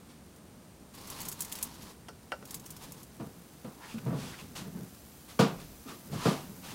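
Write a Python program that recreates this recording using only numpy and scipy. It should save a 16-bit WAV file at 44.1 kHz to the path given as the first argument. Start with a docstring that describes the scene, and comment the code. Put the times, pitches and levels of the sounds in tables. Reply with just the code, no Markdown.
"""A faint fizz comes first: bubbles from effervescent tablets burst in plastic tubes of oil and water.
In the quiet room a foil wrapper rustles and snaps as its creases buckle. Tablet pieces tap the
mouth of a tube, exciting its modes, and the fizz grows. Things slide over the table with
stick-slip friction and are set down with hollow knocks; near the end a draught puffs once."""
import sys
import numpy as np
from scipy import signal
from scipy.fft import rfft, irfft, next_fast_len
from scipy.io import wavfile

SR = 44100
rng = np.random.default_rng(int(sys.argv[2]) if len(sys.argv) > 2 else 0)


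def generate_wav(signal):
    """Clip the signal to [-1, 1] and save it as 16-bit WAV at the path in sys.argv[1]."""
    frames = np.transpose(np.atleast_2d(signal))
    scaled = np.clip(frames, -1, 1) * 32767
    pcm = np.round(scaled).astype(np.int16)
    wavfile.write(sys.argv[1], SR, pcm)


N = 297616
TIME = np.arange(N) / SR


def from_db(db):
    """Amplitude ratio of a level in decibels."""
    return 10 ** (np.asarray(db) / 20)


def rms_one(x):
    """Normalisation to unit rms."""
    return x / np.sqrt(np.mean(x ** 2) + 1e-20)


def at_hz(rows, hz, column=1):
    """Interpolation of a spectrum on a logarithmic frequency axis."""
    rows = np.array(rows)
    return np.interp(np.log(np.maximum(hz, 1)), np.log(rows[:, 0]), rows[:, column])


def coloured(x, spectrum):
    """Spectral shaping of a steady signal, at unit rms."""
    size = next_fast_len(N)
    hz = np.arange(size // 2 + 1) * SR / size
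    return rms_one(irfft(rfft(x, size) * from_db(at_hz(spectrum, hz)), size)[:N])


def cut(x, hz, kind, order=2):
    """Butterworth filter."""
    return signal.sosfilt(signal.butter(order, np.clip(hz, 10, .45 * SR), kind, fs=SR, output="sos"), x)


def band(x, hz, width_hz):
    """Response of a single damped resonator."""
    return cut(x, hz + width_hz * np.array([-.5, .5]), "band", order=1)


def drift(knots_per_s):
    """Slow random modulation of unit rms."""
    knots = rng.standard_normal(N)
    return rms_one(np.interp(TIME * knots_per_s, np.arange(N), knots))


def grains(per_s, spread_db):
    """Shot noise: a Poisson train of impulses of random level and sign."""
    sizes = from_db(spread_db * np.minimum(rng.exponential(1, N), 4)) * rng.choice([-1, 1], N)
    return sizes * (rng.random(N) < per_s / SR)


def add(out, start_s, sound):
    """Superposition of a sound from a given time."""
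    at = round(start_s * SR)
    out[at:at + len(sound)] += sound[:N - at]


def gestures(rows, t60, t60_per_s=0):
    """Incoherent addition: envelopes rise linearly, hold, decay exponentially and sum in power."""
    power = np.zeros(N)
    for start, attack_s, hold_s, db in rows:
        swell = np.clip((TIME - start) / attack_s, 0, 1)
        length = attack_s + hold_s
        released = np.maximum(TIME - start - length, 0) / (t60 + t60_per_s * length)
        power += (swell * from_db(db - 60 * np.minimum(released, 2))) ** 2
    return np.sqrt(power)


def struck(modes, t, travel_s, vary_db):
    """Damped normal modes; bending waves are dispersive, so the high ones arrive first."""
    hz, db, t60 = np.transpose(modes)[:, :, None]
    age = np.maximum(t - travel_s * np.sqrt(hz[0] / hz), 0)
    gain = from_db(db + vary_db * rng.standard_normal(hz.shape) - 60 * age / t60)
    return np.sum(gain * np.sin(2 * np.pi * hz * age), axis=0)


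def dense_ring(rows, t):
    """High modal overlap: half-octave bands of noise, each decaying at its own rate."""
    edges = np.geomspace(90, 17000, 16)
    hz = np.fft.rfftfreq(len(t), 1 / SR)
    gain = from_db(at_hz(rows, hz)) * (hz >= edges[0]) * (hz < edges[-1])
    noise = rms_one(gain) * rfft(rng.standard_normal(len(t)))
    bands = irfft(noise * (hz >= edges[:-1, None]) * (hz < edges[1:, None]), len(t))
    t60 = at_hz(rows, np.sqrt(edges[:-1] * edges[1:]), column=2)
    return np.sum(bands * from_db(-60 * t / t60[:, None]), axis=0)


def fizz(fresh_tablets_s=1.8, build_s=5.4, calm_db=-68.5, lively_db=-54.5, tick_s=0.0022):
    """Shot noise of bursting bubbles: like-sized ones sizzle in narrow bands, a few larger ones tick."""
    # spectrum of the bursts: f/Hz, relative spectral level/dB
    burst_spectrum = [(1500, -3), (3500, -4), (5200, -0.5), (6200, -4.5), (7300, -0.5), (8900, -3.5),
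                      (10500, 0), (13000, -1.5), (16000, -0.5)]
    # bands of like-sized bubbles: f/Hz, bandwidth/Hz, calm level/dB, lively level/dB
    sizzles = [(6120, 140, -83, -69), (8830, 350, -72, -71.5), (13000, 1100, -105, -63)]
    gas = np.clip((TIME - fresh_tablets_s) / build_s, 0, 1) ** 1.3
    bursts_per_s = 1000 + 7000 * gas
    fizz_db = 10 * np.log10((1 - gas) * from_db(calm_db) ** 2 + gas * from_db(lively_db) ** 2)
    spray = coloured(grains(bursts_per_s, spread_db=2.0) / np.sqrt(bursts_per_s), burst_spectrum)
    tick = rng.standard_normal(SR // 50) * np.exp(-TIME[:SR // 50] / tick_s)
    pops = signal.fftconvolve(grains(per_s=60, spread_db=4.5), tick)[:N]
    out = from_db(fizz_db) * (spray + from_db(-10) * coloured(pops, burst_spectrum))
    vigour = (fizz_db - fizz_db.min()) / np.ptp(fizz_db)
    for hz, width_hz, first_db, last_db in sizzles:
        sizzle = rms_one(band(grains(per_s=2000, spread_db=-3.0), hz, width_hz))
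        out += from_db(first_db + vigour * (last_db - first_db)) * sizzle
    return out


def room_air(level_db=-54):
    """Ambient noise: stationary, Gaussian and strongest in the bass."""
    # room air: f/Hz, relative spectral level/dB
    air_spectrum = [(20, -32), (35, -17), (60, 0), (110, -3.5), (180, 1), (300, -5), (450, -10),
                    (900, -15.5), (2000, -23), (3500, -25.5), (8000, -27.5), (12000, -31), (16000, -36)]
    return from_db(level_db) * coloured(rng.standard_normal(N), air_spectrum)


def sliding(uneven_db=0.4, lumpy_db=2.5):
    """Stick-slip friction: a dense stream of small slips, over a lumpy rumble of the loaded table."""
    # things pushed over the table: start t/s, attack/s, hold/s, level/dB
    pushes = [(.085, 0.0096, 0.016, -59.5), (3.78, 0.12, 0.017, -51.5), (4.135, 0.07, .1, -47.5),
              (4.375, 0.017, 0.0092, -51), (4.55, .012, 0.014, -40.5), (5.275, 0.015, 0.028, -52),
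              (5.57, 0.031, .008, -51.5), (5.86, 0.034, .012, -48.5), (6.11, 0.024, 0.059, -47),
              (6.18, 0.075, 0.042, -38.5), (6.615, 0.038, 0.064, -47)]
    # weight leaning on the table: start t/s, attack/s, hold/s, level/dB
    leans = [(.95, 0.13, 0.87, -55), (2.3, .1, 0.57, -54.5), (3.19, 0.024, 0.033, -45.5),
             (3.95, 0.13, 0.16, -40.5), (4.41, .05, .02, -50), (4.57, 0.054, .17, -44.5),
             (5.5, 0.042, 0.043, -45), (6.02, 0.077, .1, -44), (6.33, .05, 0.14, -48),
             (6.65, .07, .03, -46)]
    # friction noise: f/Hz, relative spectral level/dB
    rub_spectrum = [(150, -5), (350, -4.5), (620, -5), (1150, -3), (1900, -7.5), (2700, -6), (4500, -7),
                    (7500, -11.5), (11000, -15.5), (16000, -28)]
    # rumble of the table: f/Hz, relative spectral level/dB
    rumble_spectrum = [(40, -19), (80, -7.5), (125, 0), (170, 5), (260, -1.5), (340, -9), (450, -8.5),
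                       (700, -21.5), (1500, -25), (4000, -46)]
    slips = grains(per_s=14000, spread_db=-2.0) * from_db(uneven_db * drift(60))
    rub = coloured(slips, rub_spectrum)
    rumble = coloured(rng.standard_normal(N) * from_db(lumpy_db * drift(25)), rumble_spectrum)
    motion = gestures(pushes, t60=0.23, t60_per_s=2.2)   # a longer push coasts longer
    return motion * rub + gestures(leans, t60=0.64) * rumble


def wrapper(crack=1.03, crack_s=0.0021, small_edge_hz=4000):
    """Buckling of foil creases: single sharp snaps, and under each squeeze small snaps and a rustle."""
    # single snaps: t/s, level/dB, lower edge f/Hz
    snaps = [(.3612, -53, 6000), (.949, -48, 6000), (1.101, -35, 5500), (1.204, -37, 3500),
             (1.215, -36, 4000), (1.253, -41, 3000), (1.2856, -30, 6300), (1.316, -39, 3000),
             (1.324, -35.5, 4000), (1.392, -45, 2982), (1.4060, -27, 5370), (1.42, -31.5, 5500),
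             (1.448, -37.5, 3000), (1.4956, -47, 5000), (1.518, -39, 3000), (1.524, -32.5, 3020),
             (1.5540, -36.5, 3500), (1.5868, -40.5, 2000), (1.613, -45, 1500), (1.6271, -24, 6570),
             (2.4539, -45.5, 3000), (2.4739, -50, 3500), (2.5081, -37.5, 4500), (2.5435, -32, 4330),
             (2.5971, -46, 4000), (2.656, -50, 4000), (2.661, -41, 4000), (2.705, -38.5, 5000),
             (2.7657, -43.5, 3480), (2.823, -49, 2500), (2.9207, -40.5, 4900), (3.0313, -45, 6000)]
    # ring of the foil: f/Hz, relative spectral level/dB, T60/s
    foil_ring = [(500, 12.5, 0.071), (2390, 2, 0.055), (4370, -2.5, 0.035), (6660, 1, 0.08),
                 (10000, -1.5, 0.082), (13000, -1, 0.087), (16000, -4, 0.069)]
    # squeezes of the wrapper: start t/s, attack/s, hold/s, level/dB
    squeezes = [(.933, 0.011, 0.97, -52), (1.0, 0.11, 0.18, -47.5), (1.39, .04, .02, -53),
                (1.51, .02, 0.13, -52), (2.44, 0.066, 0.06, -54), (2.62, 0.022, 0.38, -57.5),
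                (2.79, 0.038, 0.018, -48)]
    # rustle of tiny creases: f/Hz, relative spectral level/dB
    rustle_spectrum = [(200, 5.5), (650, -2), (980, 6.5), (1400, -2.5), (2200, -4.5), (3300, -3),
                       (4700, -2), (7500, -7.5), (11000, -7), (16000, -14)]
    out, t = np.zeros(N), TIME[:SR // 7]
    sharp_onset = 1 + crack * np.exp(-t / crack_s)
    for start_s, db, edge_hz in snaps:
        add(out, start_s, from_db(db) * cut(dense_ring(foil_ring, t) * sharp_onset, edge_hz, "high"))
    squeeze = gestures(squeezes, t60=0.16)
    rustle = coloured(grains(per_s=10000, spread_db=3.0) * from_db(1.3 * drift(70)), rustle_spectrum)
    small_snap = from_db(1) * cut(dense_ring(foil_ring, t) * sharp_onset, small_edge_hz, "high")
    out += signal.fftconvolve(squeeze * grains(per_s=20, spread_db=1), small_snap)[:N]
    return near_echoes(out) + squeeze * rustle


def near_echoes(x):
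    """Comb filtering: early reflections interfere with the direct sound; broadband power is kept."""
    # reflections from the table top and the backdrop: delay/s, amplitude ratio
    echoes = [(.0009, .4), (.0028, .45), (.0037, -.3)]
    out = x.copy()
    for delay_s, gain in echoes:
        add(out, delay_s, gain * x)
    return out / np.sqrt(1 + sum(gain ** 2 for _, gain in echoes))


def taps(lowest_hz=240):
    """Impact excitation: hard tablet pieces ring a plastic tube too small to radiate bass."""
    # impacts: t/s, level/dB, contact cutoff f/Hz, relative level of the dense ring/dB
    impacts = [(2.0844, -45.5, 9000, 7.5), (2.0879, -51.5, 8000, 11.5), (2.3195, -29.5, 6000, -2.5),
               (2.3365, -42.5, 1800, 4), (2.4257, -48.5, 1200, 9.5), (3.983, -51, 3500, 4.5)]
    # modes of the tube in its rack: f/Hz, relative level/dB, T60/s
    tube_modes = [(502, -14, .07), (567, -16, .07), (685, -16, .06), (871, -10, .07), (1364, 0, .065),
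                  (1489, 0, .065), (1652, -6, .04), (1917, -7, .045), (2380, -10, .03), (2787, -3, .035),
                  (3050, -4, .015)]
    # dense ring of the tube: f/Hz, relative spectral level/dB, T60/s
    tube_ring = [(200, -27, 0.091), (526, 6.5, 0.081), (1080, -4.5, 0.042), (1480, 1.5, 0.033),
                 (2140, -11, 0.017), (2900, -7, 0.017), (4000, -17, 0.045), (5500, -13, 0.13),
                 (7500, -22, 0.055), (9300, -11.5, 0.031), (16100, -28, .04)]
    out, t = np.zeros(N), TIME[:SR // 5]
    for start_s, db, contact_hz, ring_db in impacts:
        modes = struck(tube_modes, t, travel_s=.0015, vary_db=.8)
        ring = from_db(ring_db) * dense_ring(tube_ring, t)
        add(out, start_s, from_db(db) * cut(modes + ring, contact_hz, "low", order=1))
    return cut(out, lowest_hz, "high")


def knocks(rise_s=0.003, thud_t60=0.17, rebound_s=.031, rebound_db=-9.0, rebound_hz=900, radiate_hz=114):
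    """Free vibration of a plate: each blow thuds, booms the table, rattles its load and rebounds once."""
    # blows: t/s, boom level/dB, clatter level/dB, contact cutoff f/Hz, clatter length factor,
    # thud f/Hz, thud level/dB
    blows = [(3.197, -39, -38, 1320, 0.69, 319, -38), (3.643, -42.5, -41, 1320, 1.1, 238, -34.5),
             (3.941, -41.5, -57, 446, 1.0, 223.4, -26.5), (4.06, -35, -36.5, 870, 1.3, 132.5, -22),
             (4.125, -34.5, -37.5, 910, 1.1, 285, -29), (4.136, -47, -36, 400, 1, 140.7, -23),
             (4.771, -58, -41, 900, 0.36, 260, -44), (5.390, -18.5, -20.5, 6800, 1.13, 207, -30),
             (5.856, -55, -46.5, 497, 2.7, 264, -42), (6.126, -37.5, -42, 600, 0.82, 153, -29),
             (6.252, -22, -24, 2550, 1.2, 450.4, -24)]
    # modes of the table: f/Hz, relative level/dB, T60/s
    table_modes = [(143.2, 1, 0.28), (173.2, 3.5, 0.19), (201.9, 2, 0.24), (232.2, -3.5, 0.26),
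                   (266.3, -9.5, 0.26), (288, -9, 0.13), (319, -13, .25), (363, -12.5, 0.32),
                   (457.4, -3, 0.22), (506, -3, 0.16), (666, -11, 0.24), (690, -11, 0.26), (760, -17, 0.39),
                   (802, -15.5, 0.22), (977, -15.5, 0.35), (1194, -15, 0.33), (1343, -16, 0.16),
                   (1455, -16, .24)]
    # clatter of what stands on the table: f/Hz, relative spectral level/dB, T60/s at length factor 1
    load_ring = [(100, -14, 0.4), (246, 5, 0.23), (337, 2, 0.3), (487, -4.5, 0.34), (1160, -5, 0.3),
                 (1930, -14.5, 0.3), (2680, -12.5, 0.29), (4760, -13.5, 0.27), (8000, -19.5, 0.23),
                 (16000, -22, .17)]
    out, t = np.zeros(N), TIME[:SR // 2]
    rise = 1 - np.exp(-t / rise_s)
    for start_s, boom_db, clatter_db, contact_hz, stretch, thud_hz, thud_db in blows:
        boom = from_db(boom_db - 1.5) * struck(table_modes, t, travel_s=0.00698, vary_db=2.5)
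        clatter = from_db(clatter_db) * dense_ring(load_ring, t / stretch) * rise
        thud = struck([(thud_hz, thud_db, thud_t60)], t, travel_s=0, vary_db=1.0) * rise
        add(out, start_s, thud + cut(boom + clatter, contact_hz, "low", order=1))   # soft contact is dull
        add(out, start_s + rebound_s, from_db(rebound_db) * cut(clatter, rebound_hz, "low"))
    return cut(out, radiate_hz, "high", order=6)   # a small panel radiates no deep bass


def scrapes(quality_factor=5.3):
    """Friction-driven resonance: a sliding edge catches briefly and its slips ring at one pitch."""
    # catches of an edge: centre t/s, duration/s, resonance f/Hz, level/dB
    catches = [(3.846, 0.053, 1750, -51.5), (3.86, 0.13, 905, -52.5), (3.915, 0.044, 2590, -54),
               (3.987, 0.012, 2500, -52.5), (4.342, 0.031, 1730, -49.5), (4.399, 0.047, 2630, -52),
               (5.907, 0.067, 1200, -50.5), (6.173, 0.077, 140, -40.5), (6.216, 0.059, 1080, -41.5)]
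    out = np.zeros(N)
    for centre_s, length_s, hz, db in catches:
        swell = np.exp(-np.pi * ((TIME - centre_s) / length_s) ** 2)
        slips = grains(per_s=2500, spread_db=2.0)
        out += from_db(db) * swell * rms_one(band(slips, hz, hz / quality_factor))
    return out


def draught():
    """Pressure fluctuations in one puff of moving air, heard as a deep rumble."""
    # the puff: start t/s, attack/s, hold/s, level/dB
    puff = [(5.54, .05, 0.21, -51.5)]
    # its pressure fluctuations: f/Hz, relative spectral level/dB
    puff_spectrum = [(15, -35), (25, -20), (36, 6), (55, 7), (80, -6), (160, -50), (400, -90)]
    return gestures(puff, t60=.18) * coloured(rng.standard_normal(N), puff_spectrum)


def reverberation(x, t60=0.23, wall_hz=5000, first_echo_s=0.014):
    """Diffuse field: reflections from the walls merge into a slightly dull, exponential tail."""
    t = TIME[:SR // 2]
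    reflections = cut(rng.standard_normal(len(t)), wall_hz, "low", order=1)
    tail = reflections * from_db(-60 * t / t60) * (t > first_echo_s)
    return signal.fftconvolve(x, tail / np.sqrt(np.sum(tail ** 2)))[:N]


def scene():
    """Superposition of the sounds on the table, the air and the reverberant field, in one channel."""
    near = knocks() + taps() + sliding() + wrapper() + scrapes() + fizz()
    return (near + room_air() + draught() + from_db(-23.5) * reverberation(near))[None]


def record(dry, cutoff_hz=15800):
    """Band limiting: an elliptic low-pass cuts the highest treble steeply."""
    return signal.sosfilt(signal.ellip(12, .1, 80, cutoff_hz, fs=SR, output="sos"), dry)


dry = scene()
out = record(dry)
generate_wav(out)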